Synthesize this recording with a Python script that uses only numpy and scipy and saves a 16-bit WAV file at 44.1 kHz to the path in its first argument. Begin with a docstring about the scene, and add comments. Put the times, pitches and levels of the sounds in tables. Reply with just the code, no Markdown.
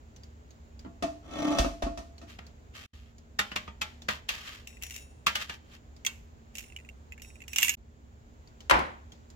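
"""Oven lid and pizza cutter in a kitchen

In stereo, over quiet room hum, a glass oven lid is lowered on to its bowl, grinds home and settles.
A pizza on a steel spatula is set down on a ringing metal tray; a wheel cutter knocks the tray, rattles
on its axle and is put away to the right of the microphone. Something slams across the room.
The sound drops out twice for an instant."""
import sys
import numpy as np
from scipy import signal
from scipy.fft import rfft, irfft, next_fast_len
from scipy.io import wavfile
from scipy.ndimage import uniform_filter1d

SR = 44100
rng = np.random.default_rng(int(sys.argv[2]) if len(sys.argv) > 2 else 0)


def inscribe(sig):
    """Save sig as 16-bit PCM at rate SR to the path in sys.argv[1].

    A 1-D sig is mono; a 2-D sig holds one channel per row.
    Samples are clipped to [-1, 1] before scaling.
    """
    pcm = np.round(np.clip(np.atleast_2d(sig).T, -1, 1) * 32767)
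    wavfile.write(sys.argv[1], SR, pcm.astype(np.int16))


N = 412335
TIME = np.arange(N) / SR
AGE = TIME[:SR]  # seconds since a blow

# spectrum of the cutter's steel: frequency_hz, level_db
CUTTER_COLOUR = [(350, -42), (700, -24), (1340, -21.5), (2160, -6.5), (2730, -4.5), (3250, -10.5),
                 (4400, -17.5), (7000, -7), (9400, -24.5), (13000, -15.5), (16000, -22.5)]
# modes of its guard and shank: pitch_hz, level_db, t60_s
CUTTER_MODES = [(2646, 10, .09), (2800, 11.5, 0.15), (6676, -3, .2), (9130, -6.5, .3), (11700, -7.5, .25),
                (12700, -0.5, 0.22), (13067, 0, 0.2)]
# gaps in the sound: start_s, end_s
DROPOUTS = [(2.862, 2.934), (7.752, 7.771)]


def amp(db):
    """Decibels to gain."""
    return 10 ** (np.asarray(db) / 20)


def unit(x):
    """Scale to rms 1."""
    return x / np.sqrt(np.mean(x ** 2))


def on_log_axis(points, hz):
    """Read (frequency_hz, level_db) points at any frequency."""
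    point_hz, db = np.transpose(points)
    return np.interp(np.log(hz), np.log(point_hz), db)


def add(out, s, sound):
    """Mix a sound in at time s."""
    start = int(s * SR)
    out[:, start:start + sound.shape[1]] += sound[:, :N - start]


def placed(sound, pan_db):
    """Lean a sound to the left of the microphone by pan_db."""
    return sound * amp(np.array([[1], [-1]]) * pan_db / 2)


def wander(per_s):
    """A random line with per_s corners a second."""
    knots = np.arange(0, N / SR + 1, 1 / per_s)
    return np.interp(TIME, knots, rng.standard_normal(len(knots)))


def noise(colour, tilt_db=0, size=SR):
    """Coloured stereo noise of rms 1, tilted by tilt_db an octave; the bass is alike on both sides."""
    # stereo width at the microphone: frequency_hz, side_minus_mid_db
    spread = [(60, -14.5), (140, -17.5), (280, -1), (600, -1.5), (1200, 7.5), (2500, -0.5), (12000, -0.5)]
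    hz = np.maximum(np.fft.rfftfreq(size, 1 / SR), 1)
    gain = amp(on_log_axis(colour, hz) + tilt_db * np.log2(np.clip(hz, 200, 12000)))
    width = amp(on_log_axis(spread, hz))
    mid, side = rfft(rng.standard_normal((2, size))) * gain / np.hypot(1, width)
    return unit(irfft(np.array([mid + width * side, mid - width * side]), size))


def ring(modes, tilt_db=0, scatter_db=2, sustain=1):
    """Decaying modes (pitch_hz, level_db, t60_s); each blow shares its force among them anew."""
    out, power = np.zeros((2, SR)), 0
    for hz, db, t60 in modes:
        t = AGE[:int(np.clip(t60 * sustain, .01, 1) * SR)]
        gain = amp(db + tilt_db * np.log2(hz / 1000) + scatter_db * rng.standard_normal())
        # high modes reach the two channels out of phase
        apart = min(hz / 800, 1) * rng.uniform(np.pi / 8, 3 * np.pi / 8) * rng.choice([-1, 1])
        phase = rng.uniform(0, 2 * np.pi) + apart * np.array([[1], [-1]])
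        decay = np.exp(-np.log(1000) * t / (t60 * sustain))
        out[:, :len(t)] += gain * decay * np.sin(2 * np.pi * hz * t + phase)
        power += gain ** 2 / 2
    return out / np.sqrt(power) * (1 - np.exp(-AGE / .0006))


def crowd(colour, tilt_db, t60, count=40):
    """The many lesser modes of a plate; each blow wakes a different set, and high ones die sooner."""
    hz = 800 * 2 ** rng.uniform(0, 4, count)
    db = on_log_axis(colour, hz) + 10 * np.log10(hz)
    return ring(zip(hz, db, t60 * np.sqrt(2000 / hz)), tilt_db, scatter_db=4)


def fade(t60, rise_s):
    """A quick rise and an exponential fall."""
    return (1 - np.exp(-AGE / rise_s)) * np.exp(-np.log(1000) * AGE / max(t60, .005))


def blow(colour, tilt_db, t60, room_db, room_tilt_db, snap_db, room_t60=0.41):
    """The snap of first contact, a crack of crowded short modes, then the wash of the kitchen."""
    snap = amp(snap_db) * fade(0.01, rise_s=0.00027)
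    crack = noise(colour, tilt_db) * (fade(t60, rise_s=0.0006) + snap)
    wash = noise(colour, tilt_db + room_tilt_db) * fade(room_t60, rise_s=0.0038)
    return crack + amp(room_db) * wash


def rub(colour, modes, ring_db, sustain, slips_per_s, rough_db, tilt_db):
    """Friction of rms 1: tiny uneven slips hiss and ring the object, which the contact damps."""
    slipping = rng.random(N) < slips_per_s / SR
    slips = slipping * amp(rough_db * np.clip(rng.standard_normal(N), -2, 2))
    grip = np.sqrt(uniform_filter1d(slips ** 2, size=130).clip(0))
    body = ring(modes, tilt_db, sustain=sustain) + amp(-10) * crowd(colour, tilt_db, t60=.22 * sustain)
    kicks = slips * rng.choice([-1, 1], N)
    ringing = signal.fftconvolve(kicks[None], body, axes=1)[:, :N]
    hiss = noise(colour, tilt_db, size=next_fast_len(N))[:, :N]
    return unit(unit(grip * hiss) + amp(ring_db) * unit(ringing))


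def stroke(s, db, swell_s, fade_s, hold_s=0, range_db=24.5):
    """Gain of one push of the hand: it swells to its height at s, holds and fades."""
    shape = np.interp(TIME, [s - swell_s, s, s + hold_s, s + hold_s + fade_s], [-1, 0, 0, -1])
    return uniform_filter1d(amp(db + range_db * shape) * (shape > -1), size=256)


def kitchen(hiss_from_hz=336, hiss_db=7.5, dip_db=-3.5, recover_s=0.7):
    """Room tone: low rumble and soft hiss, with the wavering hum of a fan motor."""
    # spectrum of the room tone: frequency_hz, level_db
    colour = [(15, -40), (25, -14.5), (66, 4), (108, -6.5), (200, -17), (236, -13.5), (256, -15.5),
              (416, -24.5), (1040, -32), (4300, -45.5), (5880, -47.5), (7110, -39.5), (8830, -64.5),
              (16000, -55)]
    # tones of the fan motor: pitch_hz, level_db
    hum = [(72, -57.5), (231.5, -66), (416, -74.5)]
    air = amp(-53.5) * noise(colour, size=next_fast_len(N))[:, :N]
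    rumble = signal.sosfiltfilt(signal.butter(2, hiss_from_hz, fs=SR, output="sos"), air)
    # after a dropout the hiss comes back low and recovers
    dip = sum(np.interp(TIME, [start, end, end + recover_s], [0, 1, 0]) for start, end in DROPOUTS)
    out = rumble + (air - rumble) * amp(hiss_db + dip_db * dip)
    for hz, db in hum:
        gain = np.sqrt(2) * amp(db + 1.8 * wander(per_s=8))
        out += gain * np.sin(2 * np.pi * hz * TIME + 1.6 * wander(per_s=8))
    return out


def ticks():
    """Things being handled close to the microphone: small ticks, each with a brief note."""
    # handling ticks: start_s, level_db, pitch_hz
    touches = [(0.162, -43, 5930), (0.2339, -42.5, 4700), (0.5061, -46, 6550), (0.7923, -41.5, 4700),
               (2.1804, -41.5, 4250), (2.4656, -42, 4350), (3.1817, -46.5, 6860), (4.0193, -36.5, 3500),
               (5.9641, -46, 4700), (8.4737, -47, 4600), (8.6048, -38.5, 3050), (9.1199, -39.5, 3270),
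               (9.3013, -44, 7120)]
    # spectrum of a tick: frequency_hz, level_db
    colour = [(1500, -7), (4700, 0.5), (7000, 1.5), (9000, -16), (16000, -12.5)]
    out = np.zeros((2, N))
    for s, db, hz in touches:
        click = amp(-10.5) * blow(colour, -2, t60=0.067, room_db=-6, room_tilt_db=-3.5, snap_db=-8)
        note = amp(-6.5) * ring([(hz, 0, .035), (hz * 1.07, -4, .02)])
        add(out, s, amp(db) * (click + note))
    return out


def slam():
    """A slam across the kitchen; much of it reaches the microphone by way of the room."""
    # impacts, latch first: start_s, level_db, tilt_db_per_octave, t60_s
    impacts = [(8.697, -12, 2.5, 0.08), (8.710, -2, 0, 0.032), (8.722, -19.5, -2.5, 0.39),
               (8.739, -19.5, -2.5, 0.17), (8.758, -24, -3.5, 0.11), (8.791, -21, 1, .04)]
    # spectrum of the slam: frequency_hz, level_db
    colour = [(25, -32), (59, -6.5), (112, -23), (184, -12.5), (355, -4), (426, -12), (526, -0.5),
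              (632, -4), (1010, 7.5), (1130, 3), (2010, 1), (2290, -1.5), (16000, -35.5)]
    out = np.zeros((2, N))
    for s, db, tilt_db, t60 in impacts:
        impact = blow(colour, tilt_db, t60, room_db=-7.5, room_tilt_db=-4, snap_db=-1.5)
        add(out, s, amp(db - 6.5) * impact)
    return out


def axle(per_swing=8, rattle_db=-44, rattle_hz=2600):
    """The loose wheel clacks on its axle: a few hard clacks, and lesser ones over every swing."""
    # hard clacks: start_s, level_db, pitch_hz
    hard_clacks = [(6.763, -30, 2920), (6.8892, -36.5, 2730), (7.1217, -33.5, 2566), (7.1783, -42, 2220),
                   (7.419, -34.5, 2670)]
    # swings of the cutter in the air: start_s, end_s
    swings = [(4.65, 4.92), (6.541, 6.87), (7.13, 7.5)]
    out, clacks = np.zeros((2, N)), list(hard_clacks)
    for start, end in swings:
        for k, (when, force, note) in enumerate(rng.random((per_swing, 3))):
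            s = start + (end - start) * (k + when) / per_swing
            clacks.append((s, rattle_db + 5 * (force - .5), rattle_hz * 2 ** (0.17 * (note - .5))))
    for s, db, hz in clacks:
        for delay_s, loss_db in [(0, 0), (rng.uniform(0.0046, 0.01), -8)]:  # each bounces once
            knock = amp(0.5) * ring([(hz, 0, .02), (hz * 0.8, -3, .015),
                                     (2750, -15, .05), (7100, -9, .015)])
            grit = amp(-10.5) * noise(CUTTER_COLOUR) * fade(0.021, rise_s=0.00084)
            add(out, s + delay_s, amp(db + loss_db) * (knock + grit))
    return out


def wheel(ring_db=-53.5, wobble_db=3):
    """The loose wheel clicks and scratches against its guard; its faint ring wavers as it turns."""
    # scratches along the guard: crest_s, level_db, hold_s
    scratches = [(4.835, -46.5, .12), (6.56, -46.5, 0.028)]
    # strikes on the guard: start_s, level_db
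    clicks = [(4.673, -32.5), (4.823, -27.5), (4.8344, -25), (4.9073, -30.5), (4.9428, -37),
              (4.9622, -29.5), (6.553, -31.5), (6.5829, -27), (7.219, -34.5), (7.4804, -32.5)]
    # modes of the steel wheel: pitch_hz, level_db, t60_s
    modes = [(2690, -5, .6), (3800, -10.5, 0.47), (5080, -12, 0.36), (5660, -2, .45), (6800, -4.5, 0.45),
             (7840, -4, 0.7), (8640, -13.5, 0.98), (10310, -5.5, 0.48), (13076, -13.5, .4),
             (15337, -6, .35)]
    chatter = rub(CUTTER_COLOUR, CUTTER_MODES, ring_db=-11.5, sustain=.3,
                  slips_per_s=220, rough_db=3.5, tilt_db=0.5)
    out = chatter * sum(stroke(s, db, swell_s=0.024, fade_s=.1, hold_s=held) for s, db, held in scratches)
    singing = np.zeros((2, N))
    for s, db in clicks:
        contact = amp(-8.5) * blow(CUTTER_COLOUR, 0, t60=.037, room_db=-16.5, room_tilt_db=-3, snap_db=1.5)
        guard = amp(-15.5) * ring(CUTTER_MODES, scatter_db=2.5, sustain=0.54)
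        add(out, s, amp(db) * (contact + guard))
        add(singing, s, amp(ring_db) * ring(modes))
    return out + singing * amp(wobble_db * wander(per_s=45))


def cutter(skid_s=7.615):
    """The cutter rattles in the hand, then skids and clatters down; each corner has its own clink."""
    # knocks on steel: start_s, level_db, pitch_hz, overtone_hz, overtone_db
    knocks = [(6.049, -25.5, 2130, 2730, -7), (6.064, -13.5, 3300, 6120, 0.5),
              (7.532, -26.5, 2420, 7200, -4), (7.56, -17, 2794, 5750, -1.5),
              (7.584, -11.5, 2850, 7200, -9.5), (7.6205, -19, 2760, 7400, 2), (7.629, -10, 2675, 12950, -3),
              (7.647, -19, 2250, 7000, -9), (7.682, -18.5, 2000, 7800, -4), (7.693, -13.5, 2260, 6640, 13),
              (7.739, -28.5, 2565, 7200, -7)]
    out = axle() + wheel()
    skid = rub(CUTTER_COLOUR, CUTTER_MODES, ring_db=1, sustain=1,
               slips_per_s=400, rough_db=3.5, tilt_db=1.5)
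    out += skid * stroke(skid_s, db=-33, swell_s=0.1, fade_s=0.14, hold_s=0.044)
    for s, db, hz, overtone_hz, overtone_db in knocks:
        let_go = s > skid_s  # until then the hand damps the guard
        contact = amp(-9) * blow(CUTTER_COLOUR, 0, t60=.04, room_db=-22.5, room_tilt_db=-2.5, snap_db=2)
        clink = amp(-6) * ring([(hz, 0, .04), (hz * 1.08, -5, .03), (overtone_hz, overtone_db, .04)])
        steel = amp(-18) * crowd(CUTTER_COLOUR, 0, t60=0.19)
        guard = let_go * amp(-14) * ring(CUTTER_MODES)
        add(out, s, amp(db) * (contact + clink + steel + guard))
    return out * (TIME < DROPOUTS[-1][0])  # its ringing ends at the second dropout


def tray(graze_s=0.0035, graze_db=-12):
    """Spatula and cutter knock and scrape on the thin tray; each spot of the sheet has its own note."""
    # steel striking the tray: start_s, level_db, tilt_db_per_octave, pitch_hz, free_to_ring_fraction
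    knocks = [(2.39, -30.5, -4, 1870, 0.21), (3.391, -16.5, 0, 1885, 0.94), (3.517, -33, -3, 2910, 1),
              (3.561, -21, -0.5, 2767, 0.78), (3.678, -36.5, -5, 1237, 1), (3.816, -20.5, 0, 2570, 0.72),
              (4.087, -18, -2, 1490, 0.77), (4.29, -21.5, 2, 2790, 0.78), (5.267, -14.5, 1, 1154, 0.94),
              (5.355, -19, 1.5, 2910, 0.67), (5.496, -30.5, -1, 2870, 1)]
    # steel dragged over it: crest_s, level_db, swell_s, fade_s
    scrapes = [(2.3, -48.5, 0.036, 0.11), (2.755, -45.5, 0.023, 0.37), (4.11, -34.5, 0.019, 0.092),
               (4.305, -38.5, 0.025, 0.31), (4.475, -44, 0.063, 0.22), (5.425, -34, 0.073, 0.037),
               (5.545, -47, 0.2, 0.044), (5.75, -52, 0.12, 0.049)]
    # spectrum of the sheet: frequency_hz, level_db
    colour = [(59, -33), (100, -10), (215, -9.5), (315, -12), (700, -7), (1200, -7), (1520, -1), (3190, -3),
              (7450, -14.5), (8830, -26), (12700, -22.5), (16000, -29.5)]
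    # modes of the sheet: pitch_hz, level_db, t60_s
    modes = [(203.5, -8.5, 0.29), (613, -7, 0.25), (1145, -3, 0.19), (1233, 3.5, 0.14), (1840, 4, 0.11),
             (2740, 8, 0.089), (3110, -6.5, 0.37), (3270, -4, 0.18), (3556, -2, 0.23)]
    friction = rub(colour, modes, ring_db=-4, sustain=0.18, slips_per_s=1500, rough_db=2, tilt_db=1)
    out = friction * sum(stroke(*scrape) for scrape in scrapes)
    for s, db, tilt_db, hz, free in knocks:
        sustain = np.clip(free, .1, 1)
        contact = blow(colour, tilt_db, t60=0.11 * sustain, room_db=-14.5, room_tilt_db=-1, snap_db=1.5)
        spot = ring([(hz, 0, .08), (hz * 0.91, -4, .05)], sustain=sustain)
        sheet = amp(-10.5) * ring(modes, tilt_db) + amp(-9.5) * crowd(colour, tilt_db, t60=0.18)
        add(out, s, amp(db) * (amp(-6.5) * (contact + spot) + sustain * sheet))
        # an edge touches just before the steel lands flat
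        graze = noise(colour, tilt_db + 1.5) * fade(0.041, rise_s=0.00071)
        add(out, s - graze_s, amp(db + graze_db) * graze)
    return out


def groan(crest_s=1.49, pitch_hz=292, sag_hz_per_s=130, waver=0.012, tilt_db=-6):
    """Pressed harder, glass sticks and slips evenly: four wavering harmonics sink as the lid slows."""
    hz = (pitch_hz - sag_hz_per_s * (TIME - crest_s)) * (1 + waver * wander(per_s=120))
    phase = 2 * np.pi * np.cumsum(hz) / SR
    tone = sum(amp(tilt_db * np.log2(k)) * np.sin(k * phase + rng.uniform(0, np.pi, (2, 1)))
               for k in range(1, 5))
    return unit(tone) * stroke(crest_s, db=-34.5, swell_s=0.078, fade_s=0.061, hold_s=0.061)


def boom(pitch_hz=679, split_hz=15):
    """The hollow note of the bowl: two close modes build up over a few cycles and beat as they die."""
    phase = np.array([[0], [1]])  # left, right
    low, high = (np.sin(2 * np.pi * hz * AGE + phase) for hz in (pitch_hz - split_hz, pitch_hz))
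    return (high + amp(-1) * low) * fade(0.25, rise_s=0.0056)


def lid(thump_db=-6, thump_lag_s=0.0111):
    """The glass lid touches the rim, grinds across it and drops home, rocking once at every touch."""
    # lid on bowl: start_s, level_db, tilt_db_per_octave, rock_delay_s, weight_fraction, relative_boom_db
    knocks = [(0.848, -33.5, -7, 0.013, 0, -37), (1.024, -22.5, 1, .010, 0.1, -1),
              (1.585, -15, 2.5, 0.06, 0.76, -21), (1.822, -22.5, 0.5, 0.043, 0.87, -13),
              (1.974, -33, 2, .016, 0.4, -10.5), (2.215, -41.5, 1, 0.019, 0, -17)]
    # spectrum of the glass: frequency_hz, level_db
    colour = [(70, -26), (160, -8), (290, 2.5), (480, -14.5), (680, 2.5), (790, -13.5), (1250, -10),
              (1600, -19.5), (2700, -20.5), (6300, -24.5), (9000, -38), (16000, -49.5)]
    # modes of lid and bowl: pitch_hz, level_db, t60_s
    modes = [(267.7, -4, 0.21), (299.3, -4.5, 0.5), (562, -10, 0.22), (676, -3, 0.5), (860, -15, 0.24),
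             (1200, -15, 0.25), (1298, -7.5, 0.09), (1837, -12, 0.24), (2620, -10.5, 0.21),
             (3490, -14.5, 0.16), (5850, -13.5, 0.11)]
    grind = rub(colour, modes, ring_db=5.5, sustain=0.83, slips_per_s=450, rough_db=3.5, tilt_db=0)
    out = grind * stroke(s=1.399, db=-30, swell_s=0.17, fade_s=0.15, hold_s=0.2) + groan()
    for s, level_db, bright_db, rock_s, weight, boom_db in knocks:
        far_rim = (s + rock_s, level_db - 4, bright_db - 4)  # lands softer and duller
        for at, db, tilt_db in [(s, level_db, bright_db), far_rim]:
            contact = amp(-7) * blow(colour, tilt_db, t60=.15, room_db=-8.5, room_tilt_db=.5, snap_db=-13)
            glass = amp(-11) * ring(modes, tilt_db) + amp(-17) * crowd(colour, tilt_db, t60=0.16)
            add(out, at, amp(db) * (contact + glass))
        add(out, s + rock_s, amp(level_db + boom_db) * boom())
        # the weight of the lid reaches the counter
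        thump = ring([(45.0, -3.5, 0.42), (60.6, -5.0, 0.29), (124, -13, 0.087)])
        add(out, s + thump_lag_s, weight * amp(level_db + thump_db) * thump)
    return out


def scene():
    """All sources in their places around the microphone."""
    # the cutter is carried off to the right: time_s, left_minus_right_db
    cutter_path = [(4.8, 3), (6.1, -1.5), (7.6, -4)]
    cutter_pan_db = np.interp(TIME, *np.transpose(cutter_path))
    return (placed(kitchen(), pan_db=-1) + placed(lid(), pan_db=0.1) + placed(tray(), pan_db=-0.2)
            + slam() + placed(cutter(), cutter_pan_db) + ticks())


def record(dry, dropout_db=-38, top_hz=15900):
    """The sound drops out twice for an instant, and the highest treble is cut."""
    gain = np.ones(N)
    for start, end in DROPOUTS:
        gain[int(start * SR):int(end * SR)] = amp(dropout_db)
    lowpass = signal.ellip(8, .2, 70, top_hz, fs=SR, output="sos")
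    return signal.sosfilt(lowpass, dry * uniform_filter1d(gain, size=200))


dry = scene()
out = record(dry)
inscribe(out)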